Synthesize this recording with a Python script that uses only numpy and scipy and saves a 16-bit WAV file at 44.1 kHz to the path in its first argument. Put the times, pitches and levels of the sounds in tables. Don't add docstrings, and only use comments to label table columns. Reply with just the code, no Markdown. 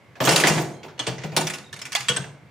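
import sys
import numpy as np
from scipy import signal
from scipy.fft import rfft, irfft
from scipy.io import wavfile

SR = 44100
rng = np.random.default_rng(int(sys.argv[2]) if len(sys.argv) > 2 else 0)


def file_out(sig):
    cols = np.atleast_2d(sig).T
    lim = np.clip(cols, -1, 1)
    pcm = np.round(lim * 32767).astype(np.int16)
    wavfile.write(sys.argv[1], SR, pcm)


def gain_from_db(level_db):
    decades = np.asarray(level_db, float) / 20
    return 10 ** decades


N = 110250

# start_s, peak_db, case_over_steel_db, ring_hz, chatter_s
PULL_KNOCKS = [
    (0.2387, -19.5, -4, 4640, 0.0038),
    (0.2505, -13, -3.5, 5860, 0.013),
    (0.2906, -6.5, -27, 4450, 0.0061),
    (0.309, -10.5, -21, 2820, 0.029),
    (0.3606, -3, -28, 4070, 0.0056),
    (0.378, -13, -15, 3000, 0.0098),
    (0.4, -11, -7, 2340, 0.015),
    (0.4705, -5, -3, 2300, 0.01),
    (0.484, -11.5, -10, 5350, 0.013),
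    (0.498, -14.5, -6, 2270, 0.0032),
]
# start_s, peak_db, case_over_steel_db, ring_hz, chatter_s
BLUNT_KNOCKS = [
    (0.2028, -13, 4, 1030, 0.0047),
    (0.217, -21, 8, 910, 0.0052),
    (0.2719, -8, 7, 1400, 0.0052),
    (0.281, -14.5, -6, 1080, 0.0032),
    (0.4375, -5, 0, 1770, 0.003),
    (0.448, -11, -3.5, 2010, 0.0077),
    (0.558, -23, 4, 1980, 0.0096),
    (0.577, -18, 6.5, 1840, 0.006),
]
# start_s, peak_db, case_over_steel_db, ring_hz,
# chatter_s
RETURN_KNOCKS = [
    (0.1546, -37, 2, 1520, 0.016),
    (0.8314, -31.5, 4.5, 2420, 0.018),
    (0.8822, -37, -7, 1470, 0.022),
    (0.9781, -37.5, 3, 2840, 0.012),
    (0.9926, -16, -2, 3040, 0.0028),
    (1.067, -15, -1, 2880, 0.011),
    (1.1815, -28.5, -13.5, 1960, 0.011),
    (1.2157, -31.5, -14, 2080, 0.011),
    (1.236, -23.5, 3, 2050, 0.011),
    (1.3187, -33, 6.5, 2280, 0.059),
]
# start_s, peak_db, case_over_steel_db, ring_hz, chatter_s
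STOP_KNOCKS = [(1.3649, -5.5, -5.5, 3640, 0.013), (1.4098, -19, -8, 3140, 0.0093),
               (1.469, -17.5, -43, 2400, 0.015), (1.499, -20, -33, 2180, 0.009),
               (1.536, -22.5, -45, 2450, 0.019), (1.5835, -29, -40.5, 3800, 0.0041),
               (1.728, -25.5, -14, 3670, 0.014), (1.7629, -31.5, -9.5, 2080, 0.008),
               (1.79, -29.5, -15, 3730, 0.0081), (1.8158, -23.5, -14, 2240, 0.0077),
               (1.8532, -24.5, -15, 2150, 0.016), (1.92, -21.5, -44, 4700, 0.0018),
               (1.928, -20, -16.5, 4600, 0.004), (1.9505, -10.5, -39, 2240, 0.0024),
               (1.9609, -15, -34, 3700, 0.0044), (2.0058, -21.5, -32, 1880, 0.003),
               (2.029, -32.5, -12, 3380, 0.002)]
# start_s, peak_db, case_over_steel_db, ring_hz, chatter_s
LAST_KNOCKS = [
    (2.0842, -10, -10.5, 2860, 0.013),
    (2.0954, -16.5, -29, 2800, 0.0042),
    (2.163, -17, -4.5, 3130, 0.01),
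    (2.2394, -31.5, 2.5, 1660, 0.0038),
]
KNOCK_TOP_HZ = (16000, 4400, 7730, 16400, 10400)
KNOCK_RING_DB = (-3, -2.5, -3.5, -4.5, -1.5)
KNOCK_TAIL_DB = (-7.5, 0, -3, -6.5, -7)
KNOCK_FADE_T60_S = (.05, 0.063, 0.095, 0.055, 0.081)
# pitch_hz, level_db, t60_s
FRAME_MODES = [(490, -6, 0.27), (738, -5.5, 0.05), (951.6, -13, 0.18), (1470, -6.5, 0.16),
               (1684, -12, 0.22), (1980, -11, 0.31), (2215, -13.5, 0.23), (2342, -9.5, 0.35),
               (2775, -10, 0.36), (2927, -5, 0.15), (3375, -6, 0.16), (3720, -7.5, 0.11),
               (6080, 1.5, 0.052), (8200, -16, 0.033)]
# freq_hz, density_db_per_hz
STEEL_SPECTRUM = [(600, -14), (1100, 2), (2000, -1), (4000, -3.5), (7000, -1.5), (10000, -5.5),
                  (12500, -17.5), (14500, -10), (16000, -21)]
# freq_hz, density_db_per_hz
CASE_SPECTRUM = [(130, -28.5), (250, 4), (450, 3.5), (680, 3.5), (1000, -2.5), (1900, -32.5)]
# start_s, pitch_hz, level_db, t60_s
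RINGING_PARTS = [(0.208, 13950, -39.5, 0.19), (.25, 13800, -31, 0.2), (.725, 6541, -55.5, 0.28),
                 (.74, 4140, -62, 0.75), (.74, 3190, -60, 0.67), (.996, 2940, -25.5, 0.11),
                 (.996, 8200, -30, 0.039), (1.375, 931, -8, 0.025), (1.585, 3570, -64.5, 0.17),
                 (1.642, 3830, -45, 0.055), (1.664, 3730, -47, 0.073), (1.693, 3680, -51.5, 0.12),
                 (1.951, 690, -19, .035), (1.068, 1723, -30, 0.11), (1.412, 935, -19.5, 0.06),
                 (1.815, 5300, -32.5, 0.085), (1.469, 3480, -26.5, 0.063), (1.469, 5130, -29, 0.057),
                 (1.469, 6000, -25, 0.037), (.2035, 782, -13, 0.034), (1.855, 8500, -37, 0.05),
                 (.4, 11400, -29, 0.071), (1.73, 3720, -56, .3), (.25, 9200, -31, .06),
                 (.316, 10020, -22, 0.067), (.996, 3380, -20.5, 0.045), (.996, 6000, -32, 0.04),
                 (1.07, 457, -28.5, 0.086), (1.07, 8340, -20, 0.036), (2.086, 7890, -16, 0.043),
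                 (2.164, 8260, -22, 0.061), (1.985, 15000, -57, 0.18), (.6, 14100, -50, 0.3),
                 (1.956, 3375, -12.5, 0.031), (1.968, 823, -25, 0.1), (1.965, 2190, -38, 0.11),
                 (2.01, 3450, -49, 0.61), (2.086, 2970, -18, 0.12), (2.086, 3310, -20, 0.13),
                 (2.09, 1470, -27, 0.11), (2.095, 481, -24, 0.17), (2.17, 1548, -29, 0.15)]
# time_s, level_db
RATTLE_LEVEL = [
    (0.204, -38.5),
    (.3, -24.5),
    (.5, -32),
    (.6, -33.5),
    (0.679, -49.5),
    (.78, -61.5),
]
# start_s, level_db, boom_hz
CABINET_PUSHES = [(0.207, -20.5, 132.2), (0.27, -16.5, 140.4), (0.31, -16, 163), (0.442, -19.5, 149),
                  (0.499, -13, 155.8), (0.561, -21, 134.5), (0.641, -30, 132), (1.002, -36, 124),
                  (1.079, -21.5, 129.8), (1.182, -32.5, 135), (1.243, -22, 152.5), (1.322, -29, 137),
                  (1.369, -20, 154.2), (1.444, -26.5, 143), (1.492, -41, 137), (1.732, -37, 144),
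                  (1.998, -35, 130.6), (2.097, -22, 139.7), (2.19, -23.5, 138.3)]
# freq_hz, density_db_per_hz
AIR_SPECTRUM = [(15, -38), (25, -39.5), (123, -1.5), (212, -8), (242, -10.5), (1260, -19.5), (2110, -20.5),
                (2280, -23), (16000, -51.5)]
# freq_hz, t60_s
ROOM_DECAY = [(100, 0.66), (500, 0.72), (2000, 0.35), (8000, 0.36), (15000, 0.34)]
# freq_hz, side_over_mid_db
WIDTH_SPECTRUM = [(60, -2), (140, -12.5), (300, -9), (550, -9.5), (1650, -6), (4970, -4.5), (15000, 2.5)]

AIR_DB = -53.5
HUM_HZ, HUM_DB, HUM_WIDTH_HZ = 111.4, -56, 29
BUZZ_HZ, BUZZ_DB, BUZZ_WIDTH_HZ = 2150, -65, 280
CHATTER_PER_S, GRAIN_SPREAD_DB = 7000, 1
STRIKE_DB, STRIKE_T_S, STRIKE_RISE_S = 8.5, 0.0015, 0.00057
RING_WIDTH_PER_HZ = 0.5
SOFT_DULLS_DB_PER_DB = 0.16
TAIL_T60_S, TAIL_TOP_HZ = 0.31, 7000
PART_DB, PART_T60_S, PART_SPREAD_DB = -8.5, 0.07, 8.5
FRAME_DB, FRAME_SPREAD_DB = -8.5, 4.5
CASE_DELAY_S, CASE_STRETCH, CASE_T60_S, CASE_DB = 0.001972, 2.02, 0.15, -14.5
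RING_RISE_S, RING_WOBBLE_DB, RING_SPREAD_PER_HZ = 0.0031, 5.5, 0.045
RATTLE_PER_S, RATTLE_CASE_DB, RATTLE_TOP_HZ = 990, 0, 9000
BOOM_T60_S, BOOM_RISE_S = 0.22, 0.0055
BOOM_RATIOS, BOOM_RATIOS_DB = (1, 1.37, 0.52), (0, -9, -22.5)
ROOM_DB, RINGS_IN_ROOM_DB = -12, -8
SIDE_DB, LEFT_OVER_RIGHT_DB = -1, -0.85
NEAR_SHARE, NEAR_T60_S = 0.067, 0.024


def rms_one(x):
    return x / np.sqrt(np.mean(x ** 2) + 1e-20)


def colour(x, points):
    hz, db = np.transpose(points)
    grid_hz = np.maximum(np.fft.rfftfreq(4096, 1 / SR), 1)
    cepstrum = irfft(np.interp(np.log(grid_hz), np.log(hz), db) * np.log(10) / 20)
    cepstrum[1:2048] *= 2
    cepstrum[2049:] = 0
    taps = irfft(np.exp(rfft(cepstrum)))
    return signal.fftconvolve(np.atleast_2d(x), taps[None], axes=1)[:, :N]


def resonance(x, hz, width_hz):
    r = np.exp(-np.pi * width_hz / SR)
    zeros = np.array([1, 0, -1]) * (1 - r * r) / 2
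    poles = [1, -2 * r * np.cos(2 * np.pi * hz / SR), r * r]
    return signal.lfilter(zeros, poles, x)


def double_resonance(x, hz, width_hz):
    return resonance(resonance(x, hz, width_hz), hz, width_hz)


def add(out, x, start_s):
    i = int(start_s * SR)
    out[..., i:i + x.shape[-1]] += x[..., :out.shape[-1] - i]


def background():
    air = rms_one(colour(rng.standard_normal((2, N)), AIR_SPECTRUM))
    hum = rms_one(resonance(rng.standard_normal((2, N)), HUM_HZ, HUM_WIDTH_HZ))
    buzz = rms_one(double_resonance(rng.standard_normal((2, N)), BUZZ_HZ, BUZZ_WIDTH_HZ))
    return gain_from_db(AIR_DB) * air + gain_from_db(HUM_DB) * hum + gain_from_db(BUZZ_DB) * buzz


def grains(size, per_s):
    struck = rng.random(size) < per_s / SR
    hit = struck * gain_from_db(GRAIN_SPREAD_DB * np.minimum(rng.exponential(1, size), 3.1))
    return rms_one(rng.standard_normal((2, size)) * (hit + 0.47))


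def strike(hz, db, t60_s, t):
    out = np.zeros((2, len(t)))
    t = t[:len(t) // 3]
    fade = gain_from_db(db - 60 * t / t60_s) * np.minimum(t / 0.0023, 1) * (1 - (t / t[-1]) ** 2)
    for row, phase in zip(out, rng.random((2, len(hz), 1))):
        row[:len(t)] = np.sum(fade * np.sin(2 * np.pi * (hz * t + phase)), axis=0)
    return out


def part_modes(t):
    place, size, life = rng.random((3, 14, 1))
    db = PART_DB + PART_SPREAD_DB * (2 * size - 1)
    return strike(1700 * 6 ** place, db, PART_T60_S * (0.5 + life), t)


def frame_modes(t):
    hz, db, t60_s = np.transpose(FRAME_MODES)[..., None]
    size, bend = rng.random((2, len(FRAME_MODES), 1))
    db = FRAME_DB + db + FRAME_SPREAD_DB * (2 * size - 1)
    return strike(hz * (1 + 0.014 * (bend - 0.5)), db, t60_s, t)


def steel_knock(t, peak_db, ring_hz, hold_s, top_hz, ring_db, tail_db, fade_s):
    chatter = grains(len(t), CHATTER_PER_S)
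    chatter = chatter / np.std(chatter[:, t < hold_s], axis=1, keepdims=True)
    chatter[0, 12] = 7
    level_db = STRIKE_DB * np.exp(-t / STRIKE_T_S) - 60 * np.maximum(t - hold_s, 0) / fade_s
    contact = chatter * np.minimum(t / STRIKE_RISE_S, 1) * gain_from_db(level_db)
    tail = signal.lfilter(*signal.butter(2, TAIL_TOP_HZ, fs=SR), chatter)
    tail = tail * gain_from_db(tail_db - 60 * t / TAIL_T60_S) * np.minimum(t / hold_s, 1)
    tone = double_resonance(contact, ring_hz, ring_hz * RING_WIDTH_PER_HZ)
    tone = tone * gain_from_db(ring_db) * np.sqrt(20000 / ring_hz)
    knock = contact + tail + tone + part_modes(t) + frame_modes(t)
    top_hz = min(top_hz * gain_from_db(SOFT_DULLS_DB_PER_DB * (peak_db + 15)), 20000)
    dull = signal.butter(3, top_hz, fs=SR, output="sos")
    return gain_from_db(peak_db - 16) * signal.sosfilt(dull, knock)


def case_push(t, hold_s):
    fade = gain_from_db(-60 * np.maximum(t - hold_s * CASE_STRETCH, 0) / CASE_T60_S)
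    return rng.standard_normal((2, len(t))) * np.minimum(t / 0.0018, 1) * fade


def knocks():
    steel, case = np.zeros((2, N)), np.zeros((2, N))
    t = np.arange(int(0.4 * SR)) / SR
    tables = (PULL_KNOCKS, BLUNT_KNOCKS, RETURN_KNOCKS, STOP_KNOCKS, LAST_KNOCKS)
    settings = zip(KNOCK_TOP_HZ, KNOCK_RING_DB, KNOCK_TAIL_DB, KNOCK_FADE_T60_S)
    for table, setting in zip(tables, settings):
        for start_s, peak_db, case_db, ring_hz, hold_s in table:
            add(steel, steel_knock(t, peak_db, ring_hz, hold_s, *setting), start_s)
            push = gain_from_db(peak_db + case_db + CASE_DB) * case_push(t, hold_s)
            add(case, push, start_s + CASE_DELAY_S)
    return steel, case


def rings():
    out = np.zeros((2, N))
    for start_s, hz, db, t60_s in RINGING_PARTS:
        t = np.arange(int(min(t60_s, 0.6) * SR)) / SR
        wobble = np.interp(t, np.linspace(0, 0.6, 90), rng.standard_normal(90))
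        below, above = rng.uniform(0.4, 1, 2) * [-1, 1]
        tone = 0
        for offset, gain in ((0, 0.8), (below, 0.55), (above, 0.55)):
            line_hz = hz * (1 + RING_SPREAD_PER_HZ / 2 * offset)
            tone = tone + gain * np.sin(2 * np.pi * (line_hz * t + rng.random((2, 1))))
        level = gain_from_db(db - 60 * t / t60_s + RING_WOBBLE_DB * wobble)
        add(out, level * (1 - np.exp(-t / RING_RISE_S)) * tone, start_s)
    return out


def rattle():
    s, db = np.transpose(RATTLE_LEVEL)
    time_s, level_db = [*s, s[-1] + 0.066], [*db, db[-1] - 47]
    level = gain_from_db(np.interp(np.arange(N) / SR, time_s, level_db, left=-120))
    loose = signal.lfilter(*signal.butter(2, RATTLE_TOP_HZ, fs=SR), grains(N, RATTLE_PER_S))
    return level * loose, level * gain_from_db(RATTLE_CASE_DB) * rng.standard_normal((2, N))


def steel_ring(x):
    gain = 1 / np.std(colour(rng.standard_normal(N), STEEL_SPECTRUM))
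    low_cut = signal.butter(4, 550, "high", fs=SR, output="sos")
    return signal.sosfilt(low_cut, gain * colour(x, STEEL_SPECTRUM))


def case_ring(x):
    return colour(x, CASE_SPECTRUM) / np.std(colour(rng.standard_normal(N), CASE_SPECTRUM))


def cabinet():
    out, t = np.zeros((2, N)), np.arange(int(0.7 * SR)) / SR
    for start_s, db, hz in CABINET_PUSHES:
        tone = 0
        for ratio, ratio_db in zip(BOOM_RATIOS, BOOM_RATIOS_DB):
            phase = rng.uniform(0, 2 * np.pi) + np.array([[0], [0.32]])
            tone = tone + gain_from_db(ratio_db) * np.sin(2 * np.pi * hz * ratio * t + phase)
        add(out, gain_from_db(db - 60 * t / BOOM_T60_S) * (1 - np.exp(-t / BOOM_RISE_S)) * tone, start_s)
    return out


def room(x):
    t, tail = np.arange(int(0.7 * SR)) / SR, 0
    hz, t60_s = np.transpose(ROOM_DECAY)
    for low_hz in 60 * 2. ** np.arange(8):
        octave = signal.butter(2, [low_hz, 2 * low_hz], "band", fs=SR, output="sos")
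        band = signal.sosfilt(octave, rng.standard_normal((2, len(t))))
        band_t60_s = np.interp(np.log(low_hz * np.sqrt(2)), np.log(hz), t60_s)
        tail = tail + band * gain_from_db(-60 * t / band_t60_s)
    tail = tail * np.minimum(t / 0.042, 1)
    return signal.fftconvolve(x[None], tail / np.sqrt(np.sum(tail[0] ** 2)), axes=1)[:, :N]


def widen(mid, side):
    t = np.arange(1000) / SR
    near = rng.standard_normal(len(t)) * gain_from_db(-60 * t / NEAR_T60_S)
    reflected = signal.fftconvolve(mid, near / np.linalg.norm(near))[:N]
    mix = np.sqrt(1 - NEAR_SHARE) * side + np.sqrt(NEAR_SHARE) * reflected
    return gain_from_db(SIDE_DB) * colour(mix, WIDTH_SPECTRUM)[0]


def scene():
    steel, case = knocks()
    ringing = rings()
    loose, shake = rattle()
    machine = steel_ring(steel + loose) + case_ring(case + shake) + cabinet()
    reverb = room(machine[0] + gain_from_db(RINGS_IN_ROOM_DB) * ringing[0])
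    mid, side = machine + ringing + gain_from_db(ROOM_DB) * reverb + background()
    side = widen(mid, side)
    left = gain_from_db(LEFT_OVER_RIGHT_DB / 2) * (mid + side)
    right = gain_from_db(-LEFT_OVER_RIGHT_DB / 2) * (mid - side)
    return np.array([left, right])


def top_cut(x):
    return signal.sosfilt(signal.butter(12, 16440, fs=SR, output="sos"), x)


def record(dry):
    x = signal.sosfilt(signal.butter(3, 75, "high", fs=SR, output="sos"), dry)
    x = 0.8 * np.tanh(x / 0.8)
    x = signal.sosfilt(signal.cheby2(12, 50, 16400, fs=SR, output="sos"), x)
    return top_cut(x)


dry = scene()
out = record(dry)
file_out(out)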